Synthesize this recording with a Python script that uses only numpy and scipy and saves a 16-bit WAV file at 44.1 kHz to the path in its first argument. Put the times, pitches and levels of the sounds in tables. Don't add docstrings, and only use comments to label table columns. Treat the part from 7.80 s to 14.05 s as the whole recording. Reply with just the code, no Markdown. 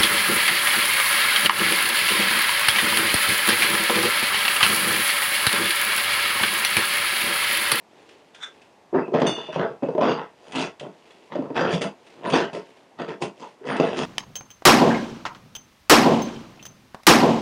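import sys
import numpy as np
from scipy import signal
from scipy.fft import rfft, irfft
from scipy.io import wavfile
from scipy.ndimage import uniform_filter1d, map_coordinates

SR = 44100
rng = np.random.default_rng(int(sys.argv[2]) if len(sys.argv) > 2 else 0)


def inscribe(sig):
    pcm = np.round(np.clip(np.atleast_2d(sig).T, -1, 1) * 32767)
    wavfile.write(sys.argv[1], SR, pcm.astype(np.int16))


N = 275830
TIME = np.arange(N) / SR
RING_TIME = TIME[:16384]

# loudest moment in seconds, half length in seconds, level in dB.
SLEEVE_BRUSHES = [(0.262, 0.15, -52.5), (0.714, 0.26, -57.5), (2.66, 0.11, -57), (3.35, 0.32, -55.5),
                  (4.312, 0.13, -53), (4.867, 0.19, -53.5), (5.657, 0.086, -53)]
# start in seconds, level in dB.
LIGHT_TICKS = [(0.29, -40.5), (0.546, -36.5), (0.816, -42.5), (1.3988, -33), (2.72, -30.5), (2.755, -20.5),
               (2.7896, -21), (2.996, -30), (3.305, -43), (3.936, -22.5), (4.016, -18.5), (4.265, -42.5),
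               (4.4995, -22.5), (4.731, -32.5), (4.749, -34), (5.281, -43), (5.42, -20), (5.965, -24.5)]
# loudest moment in seconds, rise in seconds, level in dB.
PALM_SKIDS = [(0.552, 0.028, -53), (0.627, 0.049, -33.5)]
# start in seconds, level in dB, wall note in Hz, crack in relative dB.
SOCKET_KNOCKS = [(1.128, -18, 390, -41), (1.14, -9, 392, -38), (1.172, -27, 422, -36),
                 (1.194, -25, 412, -40), (1.28, -24.5, 406, -22), (1.319, -20.5, 398, -32),
                 (1.338, -13.5, 560, -21.5), (1.347, -10, 458, -19.5), (1.418, -5, 557, -7),
                 (1.58, -23.5, 450, -13), (1.687, -23.5, 624.4, -26.5), (1.76, -12, 553, -12),
                 (2.024, -15.5, 282, -33.5), (2.033, -15, 571.7, -21), (2.087, -14, 470, -21.5),
                 (2.15, -16, 398, -23.5), (2.18, -9, 598, -22), (2.212, -11.5, 642.3, -10),
                 (2.285, -15.5, 519.8, -22), (3.011, -28, 565, -20), (3.555, -15.5, 588, -15.5),
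                 (3.587, -19, 262.8, -39), (3.622, -22, 506, -12), (3.656, -25, 549, -18),
                 (3.703, -20, 298, -22), (3.811, -15, 528.8, -30), (3.93, -19, 160, -48),
                 (4.539, -11, 538, -4), (4.758, -26, 409, -28), (5.201, -20.5, 398, -15.5),
                 (5.422, -27.5, 390, -1), (5.812, -34, 410.7, -42), (5.848, -29, 448, -30),
                 (5.999, -5.5, 475.6, -10), (6.031, -17, 471, -28)]
# moment of full force, rise and length in seconds, level in dB,
# rasp and grit in relative dB.
LEG_TWISTS = [(1.151, 0.019, 0.043, -21, -3.5, -69), (1.34, 0.01, 0.082, -24, 0.5, -35),
              (1.432, 0.025, 0.058, -21, -2, -37), (1.568, 0.059, 0.17, -45, 9.5, -10.5),
              (1.74, 0.079, 0.021, -43, 12.5, -10), (1.798, 0.041, 0.043, -22, 0, -66),
              (1.879, 0.014, 0.037, -36, -6, -44), (2.03, 0.014, .13, -33, -15.5, -28),
              (2.225, 0.051, 0.1, -19.5, 1.5, -33), (2.382, 0.056, 0.034, -35, 10, -61),
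              (2.689, 0.17, 0.056, -47, -1, -6), (2.767, 0.07, 0.075, -27, 3, -6.5),
              (3.027, 0.041, 0.043, -36.5, -16, -25), (3.52, 0.03, 0.034, -38, 7, -38),
              (3.557, 0.034, 0.17, -35.5, -9, -40), (3.766, 0.031, 0.059, -24, 5, -19.5),
              (3.846, 0.061, 0.092, -24.5, 4, -37), (3.928, 0.069, 0.027, -26, -4, -9.5),
              (4.014, 0.014, 0.028, -25.5, -5, -11), (4.424, 0.17, 0.03, -43, -5, -31),
              (4.452, 0.041, 0.052, -27, 0, -24), (4.535, 0.037, .032, -17.5, 4, -14.5),
              (4.583, .04, 0.054, -24.5, 4, -20), (4.743, 0.035, 0.019, -29.5, -5.5, -14),
              (5.198, 0.027, 0.026, -32, 3.5, -21.5), (5.284, 0.021, 0.026, -31, -0.5, -22),
              (5.418, 0.015, 0.019, -25.5, -15, -13), (5.621, 0.082, 0.013, -40.5, -2.5, -6),
              (5.863, 0.02, 0.018, -32.5, -9, -12), (5.896, 0.074, 0.1, -26.5, 4, -32),
              (6.002, 0.018, 0.14, -25, -0.5, -18.5), (6.187, 0.09, 0.047, -26, -0.5, -9.5)]
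# loudest moment and half length in seconds, pitch in Hz, level in dB.
TUBE_SQUEAKS = [(1.18, .03, 4830, -60), (1.245, .035, 2570, -48), (2.05, .028, 2600, -51),
                (2.305, .018, 2800, -33), (2.315, .045, 4730, -44), (2.305, .025, 6450, -52),
                (4.47, .03, 985, -34), (4.454, .015, 1866, -42), (4.49, .022, 9120, -52),
                (5.21, .02, 1860, -41), (5.639, .024, 930, -37), (5.92, .03, 9097, -53)]
# start in seconds, level in dB.
TUBE_STRIKES = [(1.399, -54), (1.466, -27.5)]
# frequency in Hz, level in dB, time to fall 60 dB in seconds.
TUBE_MODES = [(2130, -13, .35), (2412, -14, .26), (2620, -9, .44), (2858, -4, .85), (2904, -13, .55),
              (3381, -13, .28), (3486, -6, .45), (3513, -1, .75), (3588, -2, .42), (4490, -9, .43),
              (4570, -13, .35), (5280, -16, .3), (6126, -8, .37), (6217, -8, .32), (6944, -16, .25),
              (8516, -14.5, .26), (8635, -16, .24), (8769, -18, .24), (9232, -22, .2), (11430, -32, .16)]
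# loudest moment in seconds, half length in seconds, level in dB.
BENCH_BOOMS = [(2.24, 0.018, -20.5), (3.84, 0.073, -28.5), (3.95, 0.02, -32)]

# frequency in Hz, relative level in dB.
AIR_SPECTRUM = [(29, -51.5), (60, -19), (255, -7.5), (667, -7.5), (912, -7.5), (1390, -19.5), (1780, -18),
                (7280, -32), (10400, -39), (13500, -46), (22000, -120)]
CLOTH_SPECTRUM = [(100, -10), (400, 16.5), (1200, -1.5), (2700, 3.5), (7500, -14), (10000, -25.5),
                  (14000, -33)]
TICK_SPECTRUM = [(300, -5), (1500, 1), (3200, 7.5), (4300, -5), (6500, -7), (9500, -15), (11500, -39),
                 (14000, -62)]
SKIN_SPECTRUM = [(300, -19), (1550, 15.5), (2600, 1), (3550, 3), (4400, -12), (5800, 1), (9000, -10),
                 (13000, -39)]
SHELL_SPECTRUM = [(30, -52.5), (60, -34), (105, -20), (150, 0), (300, -4), (450, 0), (680, -2),
                  (1000, -14.5), (1300, -20), (2500, -36), (8000, -94)]
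CRACK_SPECTRUM = [(300, -18.5), (1000, 24.5), (1600, 5.5), (3200, 2), (4200, -8.5), (6500, -9), (9500, -41),
                  (13000, -50)]
RASP_SPECTRUM = [(300, -43), (900, 9.5), (1300, 4), (1800, 1), (2300, -14), (3200, -38), (4200, -43.5),
                 (14000, -84)]
EDGE_SPECTRUM = [(1200, -2.5), (2300, 2.5), (3000, 5.5), (4000, -4.5), (5000, -8.5), (6500, -16),
                 (11000, -56), (14000, -75.5)]
GRIT_SPECTRUM = [(1500, -19), (3500, 0.5), (5600, 8.5), (6800, 5.5), (8000, -1), (9600, -4.5),
                 (10700, -17.5), (12000, -30), (13500, -55.5)]
CLASH_SPECTRUM = [(300, -2), (1500, 10), (3200, -14), (4100, -12), (6500, -7), (9300, -29), (10500, -44)]
BENCH_SPECTRUM = [(70, -33.5), (150, 0.5), (210, 7.5), (2600, -115)]
# centre in Hz, width in Hz, lift in dB.
SHELL_RESONANCES = [(173, 24, 1.5), (264, 20.4, 8.5), (339.6, 57, 4.5), (424, 140, 5), (535, 7.5, 2),
                    (668, 92, 4), (920, 40, 10), (1021, 80, 8.5)]
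THREAD_RESONANCES = [(1318, 45, 4.8), (1970, 130, 4.2), (2620, 130, 7.5), (2850, 130, 1.2),
                     (3430, 260, 4.1), (4776, 100, 10.2), (9030, 220, 9.6)]


def undb(db):
    return 10 ** (np.asarray(db) / 20)


def unit(x):
    return x / np.sqrt(np.sum(x ** 2))


def peak_at(db, x):
    return undb(db) * x / np.abs(x).max()


def add(out, s, sound):
    start = int(s * SR)
    out[start:start + len(sound)] += sound[:N - start]


def through(x, impulse):
    return signal.fftconvolve(x, impulse)[:len(x)]


def body(spectrum, resonances=()):
    size = len(RING_TIME)
    f = np.maximum(np.fft.rfftfreq(size, 1 / SR), 1)
    hz, db = np.transpose(spectrum)
    db = np.interp(np.log(f), np.log(hz), db)
    for centre, width, lift in resonances:
        db = db + lift / (1 + (2 * (f - centre) / width) ** 2)
    cepstrum = irfft(np.log(undb(db)))
    cepstrum[1:size // 2] *= 2
    cepstrum[size // 2 + 1:] = 0
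    return unit(irfft(np.exp(rfft(cepstrum))))


def fade(t60):
    return np.exp(-np.log(1000) * RING_TIME / t60)


def scatter(t60):
    return unit(rng.standard_normal(len(RING_TIME)) * (fade(t60) - fade(t60 / 10)))


def blow(chatter_db):
    return (RING_TIME == 0) + undb(chatter_db) * scatter(t60=.076)


def hump(s, half_length):
    return np.exp(-np.minimum(((TIME - s) / half_length) ** 2, 20))


def stroke(s, rise, length, sag_db_per_s, release_db_per_s):
    age = TIME - s
    build = 30 * np.minimum(age, 0) / rise
    sag = sag_db_per_s * np.clip(age, 0, length)
    release = release_db_per_s * np.maximum(age - length, 0)
    return undb(np.maximum(build - sag - release, -160))


def wander(hold_s, size):
    place = np.arange(size) / SR / hold_s
    return map_coordinates(rng.standard_normal(int(place[-1]) + 2), [place], order=3, mode="mirror")


def even(x, span_s=.025):
    return x / np.sqrt(np.abs(uniform_filter1d(x ** 2, int(span_s * SR))) + 1e-12)


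def slips(rate_hz, jitter, spread_db):
    rate_hz = np.broadcast_to(rate_hz, N)
    phase = np.cumsum(rate_hz) / SR
    gap, size = rng.standard_normal((N // 4, 2)).T
    at = np.searchsorted(phase, np.cumsum(np.exp(jitter * gap)))
    at = at[at < N]
    pulses = np.zeros(N)
    pulses[at] = undb(spread_db * np.minimum(size[:len(at)], 2)) / np.sqrt(rate_hz[at])
    return unit(pulses) * np.sqrt(N)


def crumble(pulses, t60, steady):
    power = np.abs(through(pulses ** 2, unit(fade(t60)) ** 2))
    return rng.standard_normal(N) * np.sqrt((power + steady) / (1 + steady))


def shifting(x, step_hz, patchy_db=6, hold_s=.035):
    padded = np.pad(x, (0, 2048), "reflect", reflect_type="odd")
    f, _, frames = signal.stft(padded, SR, nperseg=1024)
    place = np.meshgrid(f / step_hz, np.linspace(0, N / SR / hold_s, frames.shape[1]), indexing="ij")
    chance = rng.standard_normal([int(axis.max()) + 2 for axis in place])
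    gain = undb(patchy_db * np.tanh(map_coordinates(chance, place, order=1)))
    return signal.istft(frames * gain / np.sqrt(np.mean(gain ** 2)), SR)[1][:N]


def drifting(x, drift_s=.0004):
    warped_time = TIME + drift_s * wander(hold_s=.06, size=N)
    return map_coordinates(x, [warped_time * SR], order=3, mode="mirror")


def room_tone():
    return undb(-56) * through(rng.standard_normal(N), body(AIR_SPECTRUM))


def sleeves():
    rustle = crumble(slips(rate_hz=200, jitter=.8, spread_db=1), t60=.012, steady=.72)
    arms = sum(undb(db) * hump(s, half_length) for s, half_length, db in SLEEVE_BRUSHES)
    return through(rustle * arms, body(CLOTH_SPECTRUM, resonances=[(9300, 110, 20)]))


def ticks():
    out, colour = np.zeros(N), body(TICK_SPECTRUM, THREAD_RESONANCES)
    for s, db in LIGHT_TICKS:
        add(out, s, peak_at(db + .9, through(scatter(t60=.07), colour)))
    return out


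def palm():
    skid = crumble(slips(rate_hz=420, jitter=.63, spread_db=1.5), t60=.018, steady=.26)
    grip = sum(undb(db) * stroke(s, rise, length=.012, sag_db_per_s=80, release_db_per_s=480)
               for s, rise, db in PALM_SKIDS)
    colour = body(SKIN_SPECTRUM, resonances=[(1540, 100, 3.3), (3530, 300, 20.6), (3950, 110, 11)])
    return through(skid * grip, colour)


def knocks():
    out = np.zeros(N)
    shell, crack = body(SHELL_SPECTRUM, SHELL_RESONANCES), body(CRACK_SPECTRUM, THREAD_RESONANCES)
    soft_crack_db, soft_swell_s, soft_note_gain = -36.5, .0043, 2.8
    for s, db, hz, crack_db in SOCKET_KNOCKS:
        softness = np.clip(crack_db / soft_crack_db, .2, 1.3)
        age = RING_TIME / (soft_swell_s * softness)
        wall = age ** 2 * np.exp(-age) * np.sin(2 * np.pi * hz * RING_TIME)
        note = through(blow(chatter_db=-3), wall)
        thud = through(blow(chatter_db=2.5), shell)
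        snap = through(scatter(t60=.021), crack)
        hollow = unit(unit(thud) + soft_note_gain * softness ** 2 * unit(note))
        add(out, s, peak_at(db + 2, hollow + undb(crack_db) * snap))
    return out


def effort():
    force = rasp = grit = 0
    for s, rise, length, db, rasp_db, grit_db in LEG_TWISTS:
        push = stroke(s, rise, length, sag_db_per_s=50, release_db_per_s=340)
        grit_push = stroke(s, rise, length, sag_db_per_s=40, release_db_per_s=400.5)
        force = np.maximum(force, undb(db) * push)
        rasp = np.maximum(rasp, undb(db + rasp_db) * push)
        grit = np.maximum(grit, undb(db + grit_db) * grit_push)
    return force, rasp, grit


def grinding(pulses, rasp, grit):
    scrape = through(crumble(pulses, t60=.016, steady=.15), body(RASP_SPECTRUM, THREAD_RESONANCES))
    edge = through(crumble(pulses, t60=.011, steady=.15), body(EDGE_SPECTRUM, THREAD_RESONANCES))
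    fizz = through(crumble(pulses, t60=.034, steady=.29) * grit, body(GRIT_SPECTRUM, THREAD_RESONANCES))
    bite = rasp * (grit / (rasp + 1e-9)) ** .3
    grind = undb(-1) * rasp * even(scrape) + undb(1.5) * bite * even(edge) + undb(-1) * fizz
    return shifting(drifting(grind), step_hz=300)


def thread():
    force, rasp, grit = effort()
    slip_hz, reference_db, db_per_octave = 215.45, -24, 24
    octaves = np.clip((20 * np.log10(force) - reference_db) / db_per_octave, -1, 1)
    pulses = slips(slip_hz * 2 ** octaves, jitter=.36, spread_db=2.7)
    push = .7 * pulses + .7 * crumble(pulses, t60=.025, steady=.2)
    shell = through(push, body(SHELL_SPECTRUM, SHELL_RESONANCES))
    groan = force * even(shifting(shell, step_hz=130))
    lean = sum(undb(db) * hump(s, half_length) for s, half_length, db in BENCH_BOOMS)
    boom = lean * even(through(push, body(BENCH_SPECTRUM)))
    return undb(1.5) * groan + boom + undb(-6) * grinding(pulses, rasp, grit)


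def squeaks():
    out = np.zeros(N)
    for s, half_length, hz, db in TUBE_SQUEAKS:
        band = signal.butter(2, [hz - 70, hz + 70], "band", fs=SR, output="sos")
        tone = even(signal.sosfilt(band, rng.standard_normal(N)))
        out += undb(db) * tone * hump(s, half_length)
    return out


def tube_ring():
    out, ring = np.zeros(N), 0
    rattle_db, rattle_rad, attack_s = 2.5, .7, .001
    for hz, db, t60 in TUBE_MODES:
        flutter_db = rattle_db * wander(hold_s=.01, size=len(RING_TIME))
        flutter_rad = rattle_rad * wander(hold_s=.01, size=len(RING_TIME))
        phase = 2 * np.pi * (hz * RING_TIME + rng.random()) + flutter_rad
        ring = ring + undb(db + flutter_db) * fade(t60) * np.sin(phase)
    metal = body(CLASH_SPECTRUM, resonances=[(hz, 160, 9) for hz, _, _ in TUBE_MODES])
    clash = through(scatter(t60=.24), metal)
    clink = ring * np.minimum(RING_TIME / attack_s, 1) + peak_at(5, clash)
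    for s, db in TUBE_STRIKES:
        add(out, s, undb(db) * clink)
    return out


def room(x):
    split_hz, first_echo_s, tail_db = 1800, .004, -2.5
    noise = rng.standard_normal(len(RING_TIME))
    low = signal.sosfilt(signal.butter(2, split_hz, fs=SR, output="sos"), noise)
    high = signal.sosfilt(signal.butter(2, split_hz, "high", fs=SR, output="sos"), noise)
    tail = unit((low * fade(t60=.17) - high * fade(t60=.14)) * (RING_TIME > first_echo_s))
    echoes = (RING_TIME == 0) + undb(tail_db) * tail
    hz = np.fft.rfftfreq(len(RING_TIME), 1 / SR)
    colour_db = 10 * np.log10(uniform_filter1d(np.abs(rfft(echoes)) ** 2, size=13))
    flatten = body(np.column_stack([hz, -colour_db])[1:])
    return through(x, unit(through(echoes, flatten)))


def scene():
    air = room_tone()
    work = thread() + knocks() + ticks() + squeaks() + palm() + sleeves()
    return (room(work) + tube_ring() + air)[None]


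def record(dry):
    bass_hz, top_hz = 60, 15700
    thin = signal.sosfilt(signal.butter(2, bass_hz, "high", fs=SR, output="sos"), dry)
    return signal.sosfilt(signal.ellip(8, .2, 70, top_hz, fs=SR, output="sos"), thin)


dry = scene()
out = record(dry)
inscribe(out)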